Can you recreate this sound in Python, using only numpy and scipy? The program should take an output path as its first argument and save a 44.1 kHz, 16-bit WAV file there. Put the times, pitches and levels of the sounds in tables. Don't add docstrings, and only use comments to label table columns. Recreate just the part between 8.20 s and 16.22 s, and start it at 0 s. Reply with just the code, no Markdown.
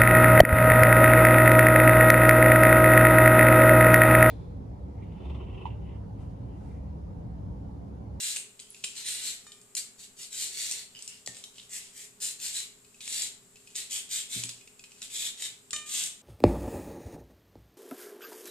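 import sys
import numpy as np
from scipy import signal
from scipy.fft import rfft, irfft, next_fast_len
from scipy.io import wavfile

SR = 44100
rng = np.random.default_rng(int(sys.argv[2]) if len(sys.argv) > 2 else 0)


def unload_wav(signal):
    wavfile.write(
        sys.argv[1],
        SR,
        np.round(np.clip(np.atleast_2d(signal).T, -1, 1) * 32767).astype(np.int16),
    )


N = 353682

# mean frequency in Hz, relative level in dB.
HUM = [(122, -73), (183, -75.5), (258.6, -72), (388, -70), (420.5, -68.5)]
# frequency in Hz, relative level in dB.
FLOOR = [(25, -3), (60, -6.5), (130, -7), (220, 2), (320, -11.5), (410, -3.5), (520, -7.5), (1200, -10.5),
         (2000, -18), (6300, -14.5), (7400, -6.5), (8800, -13.5), (10000, -17.5), (14500, -23.5)]
FLOOR_DB = -59.5
# frequency in Hz, gain of the channel difference in dB.
FLOOR_SIDE = [(30, -3.5), (100, -13.5), (300, -5.5), (700, 0), (3000, -1), (14000, -3)]

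# frequency in Hz, t60 in seconds.
ROOM = [(150, 0.96), (600, 0.86), (1500, 0.45), (3500, 0.37), (8000, 0.32), (14000, 0.24)]
# frequency in Hz, gain of the channel difference in dB.
CASE_SIDE = [(100, -3), (400, -0.5), (900, 1.5), (6600, 0), (7300, -17), (9200, -12), (11000, -4)]
# frequency in Hz, gain in dB.
LEFT_PORT = [(100, -0.5), (1000, -6), (2000, 1), (6300, -2.5), (7000, 3.5), (7400, 5.5), (8100, 3),
             (9000, 0.5), (10500, -2), (12500, 2)]
# frequency in Hz, gain in dB.
RIGHT_PORT = [(100, -1), (1000, -4.5), (2000, 2), (6300, -3.5), (7400, -0.5), (8300, 3), (9000, 2.5),
              (10500, 0.5), (12500, 1)]
EDGE_HZ = 14750

# frequency in Hz, relative level in dB, t60 in seconds.
TABLE = [(80.5, -2, .14), (121.6, -0.5, .35), (182.6, 2, 0.21), (261, -1, 0.27), (384, -7.5, 0.29),
         (644, -18, 0.35)]
# time in seconds, relative level in dB.
TABLE_BLOWS = [(3.075, -51), (6.152, -42), (6.177, -45.5), (6.235, -50)]
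# frequency in Hz, relative level in dB, t60 in seconds.
GLASS = [(1820, 2, .27), (1885, -4, .16), (2770, -11, .25), (4150, -10, .2)]
# time in seconds, relative level in dB.
GLASS_BLOWS = [(3.075, -47.5)]
# frequency in Hz, relative level in dB, t60 in seconds.
PLATE = [(604, -20, .5), (1212, -5.5, .75), (1813, -8, .42), (2406, -8, .65), (3020, -8.5, .6),
         (3664, -3, .42), (4386, -3.5, .26), (5185, -4.5, .3), (6074, -3, .3), (7050, -.5, .34),
         (8086, -5.5, .42), (9222, -12, .3)]
# time in seconds, relative level in dB.
PLATE_BLOWS = [(1.266, -53), (7.531, -36)]
# frequency in Hz, gain in dB.
KNOCK_COLOUR = [(100, -21), (400, 9.5), (1500, 14.5), (4000, -11), (8000, -15), (14000, -15)]
# frequency in Hz, relative level in dB, t60 in seconds.
BLADE = [(10930, 0.5, 0.024), (10200, -7.5, 0.18)]
# time in seconds, relative level in dB.
BLADE_BLOWS = [(0.5033, -37.5)]
TWIN_DB, TWIN_SPLIT = -9, 0.0041

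# start in seconds, length in seconds, relative level in dB.
GRIPS = [(0.449, 0.63, -55), (1.099, .28, -64), (2.719, .28, -54.5), (3.064, 0.2, -54),
         (3.329, 0.13, -55.5), (3.52, 0.22, -53), (4.497, 0.66, -70.5), (5.329, 0.72, -59),
         (6.201, 0.26, -61.5), (6.657, .4, -57)]
GRIP_PEAK, GRIP_EDGE_DB = 0.44, -12.5
# start in seconds, length in seconds, relative level in dB, starting pitch in Hz.
SQUEAKS = [(0.39, 0.048, -56.5, 3170), (2.746, 0.068, -54, 3016), (2.874, .055, -51, 2880)]
SQUEAK_FADE_DB, SQUEAK_SAG_HZ_PER_S = -10, 1000

# time in seconds, relative level in dB.
TAPS = [(0.5452, -37.5), (4.647, -47.5), (4.744, -45), (4.8057, -34.5), (5.357, -43.5), (5.368, -47),
        (5.473, -40.5), (6.411, -43.5), (6.4743, -40.5), (6.593, -38), (6.639, -36.5), (6.718, -42)]
TAP_HZ, TAP_DEEP_DB = 2530, -3.5
# time in seconds, relative level in dB, ring in Hz, low-frequency share of the power in dB.
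CLACKS = [(.1617, -16, 8900, -12), (.168, -20.5, 8700, -5.5), (.393, -36, 3140, -2),
          (0.399, -29, 8450, -10), (.639, -22.5, 3080, -2), (.643, -17.5, 8300, -5.5),
          (1.319, -35, 3220, -4), (1.414, -39.5, 8800, -25), (1.551, -17, 9600, -15.5),
          (1.568, -25, 7400, -8), (2.512, -16.5, 8260, -14), (2.5209, -23.5, 5960, -8.5),
          (2.79, -35.5, 7000, -6), (2.823, -26, 7900, -22), (2.877, -24, 7600, -16.5),
          (3.0612, -26, 4260, -14), (3.168, -33.5, 7400, -7), (3.239, -29, 3780, -3.5),
          (3.358, -48, 3230, -1), (3.3818, -36, 3020, -0.5), (3.397, -36, 3740, 5), (4.2, -32, 7000, -11),
          (4.877, -24, 7700, -6), (5.02, -15.5, 7500, -23), (5.5545, -24, 8000, -6),
          (5.5605, -19, 8300, -19), (5.7102, -26, 7700, -15), (6.2362, -17, 7700, -8.5),
          (6.292, -24.5, 7640, -7), (6.8183, -27, 7600, -5.5), (7.507, -25, 7900, -7),
          (7.5307, -20.5, 6880, -19), (7.562, -23, 3050, -4), (7.8372, -17.5, 8000, -16),
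          (7.861, -21.5, 7500, -22)]
# frequency in Hz, gain in dB.
CLACK_COLOUR = [(50, -50), (200, -15.5), (900, -15.5), (1900, -16.5), (2600, -4), (4000, -2), (5500, -0.5),
                (7600, 0.5), (10000, -4), (14500, -23.5)]
RATTLE_S, RATTLE_SLOPE = 0.0033, -0.51

# start, rise, hold and fall in seconds, relative cutting level in dB,
# mid-pull share of the deep rasp in dB, mid-pull resonance of blade and frame in Hz.
STROKES = [ (0.0, 0.00067, 0.082, 0.12, -31.5, -6, 4080), (0.748, 0.021, 0.015, 0.082, -38, -3.5, 4200),
           (0.839, 0.028, .02, 0.21, -32, -4, 4000), (1.0, 0.048, 0.036, 0.078, -33.5, -6, 4150),
           (1.563, 0.0046, 0.0085, 0.043, -30, -7.5, 4400), (1.777, 0.014, 0.064, .02, -47.5, -6, 4230),
           (1.965, .035, 0.031, 0.053, -40.5, -7, 4300), (2.103, 0.029, 0.045, 0.037, -38, -7.5, 3950),
           (2.151, 0.054, 0.016, 0.088, -31.5, -7, 4420), (2.29, 0.1, 0.039, 0.22, -33, -5.5, 4300),
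           (2.505, .012, .022, 0.018, -48, -3.5, 4600), (3.492, .048, .025, 0.042, -36.5, -10, 1930),
           (3.729, 0.048, 0.06, 0.035, -44, -9.5, 2000), (4.001, 0.025, 0.038, 0.069, -31, -8.5, 4140),
           (4.189, 0.055, 0.014, 0.077, -32, -6.5, 4280), (4.313, 0.047, 0.012, 0.084, -32, -5.5, 4100),
           (4.801, .01, 0.035, 0.058, -45.5, -2.5, 3870), (4.843, 0.086, 0.1, 0.061, -32.5, -6, 4150),
           (5.546, 0.023, .015, 0.062, -35, -4.5, 3980), (5.696, 0.018, 0.056, 0.054, -33.5, -6.5, 3250),
           (5.889, 0.033, 0.039, 0.079, -31, -6, 3620), (6.085, 0.043, 0.056, 0.066, -34, -5.5, 3700),
           (6.285, .012, .004, 0.014, -35.5, -4, 3700), (6.813, .01, .015, 0.033, -41, -3.5, 3670),
           (6.9, 0.056, .11, .055, -34, -5, 3600), (7.17, .06, .022, .045, -34, -4.5, 3760),
           (7.659, 0.091, 0.036, 0.11, -29, -7, 3550)]
# frequency in Hz, gain in dB.
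RASP = [(100, -25), (250, -19.5), (450, -24), (700, -20), (1100, -24.5), (1700, -15.5), (2350, -10),
        (3400, -5.5), (4300, -4.5), (5000, -3.5), (6300, 1.5), (7500, 5), (10000, -2), (14500, -16)]
ENTRY_DB, EXIT_DB = -14.5, -13.5
DULLING_DB = 3.5
SAG_HZ_PER_S = 580


def amp(db):
    return 10 ** (np.asarray(db) / 20)


def unit(x):
    return x / np.sqrt(np.mean(abs(x) ** 2) + 1e-20)


def read(points, hz):
    f, value = np.transpose(points)
    return np.interp(np.log(hz + 1), np.log(f + 1), value)


def add(mix, s, sound):
    part = mix[:, max(round(s * SR), 0):][:, :sound.shape[1]]
    part += sound[:, :part.shape[1]]


def colour(x, points):
    n = x.shape[-1]
    gain = amp(read(points, np.fft.rfftfreq(n, 1 / SR)))
    return irfft(rfft(x) * gain, n)


def drift(n, hz):
    size = next_fast_len(n + SR // 4)
    fall = np.exp(-(np.fft.rfftfreq(size, 1 / SR) / hz) ** 2)
    return unit(irfft(rfft(rng.standard_normal(size)) * fall, size))[:n]


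def resonate(x, hz, width):
    turn = np.exp(2j * np.pi * np.cumsum(hz * np.ones(len(x))) / SR)
    r = np.exp(-np.pi * width / SR)
    return 2 * (turn * signal.lfilter([1 - r], [1, -r], x / turn)).real


def narrow(pair, side_db):
    mid = pair.mean(0)
    side = colour((pair[0] - pair[1]) / 2, side_db)
    return np.array([mid + side, mid - side])


def crackle(n, per_s, spread_db):
    size = amp(spread_db * np.minimum(rng.exponential(1, n), 4))
    sign = rng.choice([-1, 1], n)
    return size * sign * (rng.random(n) < per_s / SR)


def deepen(x, deep_db, split_hz=5000):
    low = signal.sosfiltfilt(signal.butter(4, split_hz, fs=SR, output="sos"), x)
    share = np.clip(amp(deep_db) ** 2, .01, .95)
    return np.sqrt(share) * unit(low) + np.sqrt(1 - share) * unit(x - low)


def background(waver_hz=2.386, flutter_db=3.0):
    hum = 0
    for hz, db in HUM:
        level = amp(db + flutter_db * drift(N, 22.0))
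        phase = 2 * np.pi * np.cumsum(hz + waver_hz * drift(N, 7.0)) / SR
        hum = hum + level * np.sqrt(2) * np.sin(phase)
    air = narrow(colour(rng.standard_normal((2, N)), FLOOR), FLOOR_SIDE)
    return amp(-2.5) * hum + amp(FLOOR_DB) * unit(air)


def kitchen(sounds, wet_db, near_db, near_s=0.0038, gap_s=.006):
    t = np.arange(SR // 2) / SR
    out = np.zeros((2, N))
    for s, sound in sounds:
        echoes = rng.choice([-1., 1.], (2, len(t))) * (rng.random((2, len(t))) < 4000 / SR)
        hz, when, z = signal.stft(echoes, SR, nperseg=256)
        decay = amp(-60 * when / read(ROOM, hz)[:, None])
        tail = signal.istft(z * decay, SR, nperseg=256)[1][:, :len(t)] * (t > gap_s)
        near = echoes[:, ::-1] * np.exp(-t / near_s) * (t > .0005)
        paths = 0
        for db, h in [(wet_db, tail), (near_db, near)]:
            paths = paths + amp(db) * h / np.linalg.norm(h, axis=1, keepdims=True)
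        paths[[0, 1], [0, 2]] += 1
        add(out, s, signal.fftconvolve(sound[None], paths, axes=1))
    return out


def struck(modes, blows, rise_s, spread):
    t = np.arange(SR) / SR
    out = np.zeros((2, N))
    ports = np.array([[-.5], [.5]])
    ring = 0
    for k, (hz, db, t60) in enumerate(modes):
        turn = 2 * np.pi * hz * t + ports * spread * (-1) ** k
        twin_turn = turn * (1 + TWIN_SPLIT * rng.uniform(0.3, 1)) + 2 * np.pi * rng.random((2, 1))
        twin = amp(TWIN_DB) * np.sin(twin_turn)
        ring = ring + amp(db - 60 * t / t60) * (np.sin(turn) + twin)
    for s, db in blows:
        add(out, s, amp(db) * ring * (1 - np.exp(-t / rise_s)))
    return out


def knock(s, db, contact_s, snap_db, snap_s=0.0009):
    t = np.arange(SR // 50) / SR
    body = unit(colour(rng.standard_normal(len(t)), KNOCK_COLOUR)) * np.exp(-t / contact_s)
    snap = unit(colour(rng.standard_normal(len(t)), CLACK_COLOUR)) * np.exp(-t / snap_s)
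    return s, amp(db) * (body + amp(snap_db) * snap)


def handling(start, length, db, ticks_per_s=700):
    n = round(length * SR)
    firmness_db = np.interp(np.arange(n) / n, [0, GRIP_PEAK, 1], [GRIP_EDGE_DB, 0, GRIP_EDGE_DB])
    ticks = unit(colour(crackle(n, ticks_per_s, spread_db=4.5), CLACK_COLOUR))
    return start, amp(db + firmness_db) * ticks


def squeak(start, length, db, pitch_hz, width_hz=170, upper_hz=4900, upper_db=-3):
    t = np.arange(0, length, 1 / SR)
    slips = crackle(len(t), per_s=1900, spread_db=6.5)
    lower = resonate(slips, pitch_hz - SQUEAK_SAG_HZ_PER_S * t, width_hz)
    upper = amp(upper_db) * resonate(slips, upper_hz, width_hz)
    fade = amp(db + SQUEAK_FADE_DB * t / length)
    return start, fade * unit(lower + upper) * signal.windows.tukey(len(t), .1)


def clack(s, level_db, ring_hz, deep_db, ring_db=8, width_hz=260, rise_s=0.00038):
    t = np.arange(-SR // 200, SR // 25) / SR
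    since = np.maximum(t, 0)
    pitch = ring_hz / 3000
    decay_s = RATTLE_S * pitch ** RATTLE_SLOPE
    fade = (1 - np.exp(-since / rise_s)) * np.exp(-since / decay_s)
    rattle = colour(rng.standard_normal(len(t)) * fade, CLACK_COLOUR)
    ring = resonate(rattle, ring_hz, width_hz * pitch ** 2)
    sound = deepen(rattle + amp(ring_db) * ring, deep_db)
    return s + t[0], amp(level_db) * sound * np.sqrt(np.mean(fade ** 2)) / fade.max()


def stroke(start, rise, hold, fall, db, deep_db, blade_hz,
           cells_per_s=6000, chatter_db=1.06, chatter_hz=200,
           blade_db=3.5, blade_width_hz=450, bite_s=0.0017, lift_s=0.023,
           slips_per_s=80, slip_db=0, slip_s=0.00036):
    length = rise + hold + fall
    t = np.arange(0, length, 1 / SR)
    level_db = db + np.interp(t, [0, rise, rise + hold, length], [ENTRY_DB, 0, 0, EXIT_DB])
    slip_starts = rng.random(len(t)) < slips_per_s / SR
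    slips = signal.lfilter([1], [1, -np.exp(-1 / (slip_s * SR))], slip_starts)
    chatter = amp(chatter_db * drift(len(t), chatter_hz))
    cells = crackle(len(t), cells_per_s, spread_db=3.5) * chatter * (1 + amp(slip_db) * slips)
    rasp = colour(cells, RASP)
    frame_hz = (blade_hz - SAG_HZ_PER_S * (t - length / 2)) * (1 + 0.032 * drift(len(t), 23))
    rasp = rasp + amp(blade_db) * resonate(rasp, frame_hz, blade_width_hz)
    contact = np.clip(np.minimum(t / bite_s, (length - t) / lift_s), 0, 1)
    deep_course_db = deep_db + DULLING_DB * (t / length - .5)
    return start, amp(level_db) * contact * deepen(rasp, deep_course_db)


def scene():
    hum_and_air = background()
    table = struck(TABLE, TABLE_BLOWS, rise_s=0.0059, spread=0.34)

    glass = struck(GLASS, GLASS_BLOWS, rise_s=0.00075, spread=0.97)
    glass_knocks = [knock(*row, contact_s=.0009, snap_db=14, snap_s=.0003) for row in GLASS_BLOWS]
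    glass += amp(18) * kitchen(glass_knocks, wet_db=-6, near_db=-14)

    plate = struck(PLATE, PLATE_BLOWS, rise_s=0.00043, spread=0.8) * amp([[-2], [2]])
    plate_knocks = [knock(*row, contact_s=0.00094, snap_db=4) for row in PLATE_BLOWS]
    plate += amp(1.5) * kitchen(plate_knocks, wet_db=-2.0, near_db=6)

    blade = struck(BLADE, BLADE_BLOWS, rise_s=.0003, spread=1)
    grips = [handling(*row) for row in GRIPS]
    squeaks = [squeak(*row) for row in SQUEAKS]
    rubbing = amp(1.5) * kitchen(grips + squeaks, wet_db=3.0, near_db=-4)
    taps = [clack(s, db, TAP_HZ, TAP_DEEP_DB, ring_db=14, width_hz=180) for s, db in TAPS]
    clacks = amp(-5) * kitchen([clack(*row) for row in CLACKS] + taps, wet_db=-3, near_db=-8)
    cutting = amp(-2.5) * kitchen([stroke(*row) for row in STROKES], wet_db=-0.5, near_db=-1)

    peeler = cutting + clacks + rubbing + blade
    return narrow(peeler + plate + glass + table, CASE_SIDE) + hum_and_air


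def record(dry):
    ports = np.array([colour(dry[0], LEFT_PORT), colour(dry[1], RIGHT_PORT)])
    low_pass = signal.firwin(301, EDGE_HZ, window=("kaiser", 8), fs=SR)
    return signal.oaconvolve(ports, low_pass[None], "same", axes=1)


dry = scene()
out = record(dry)
unload_wav(out)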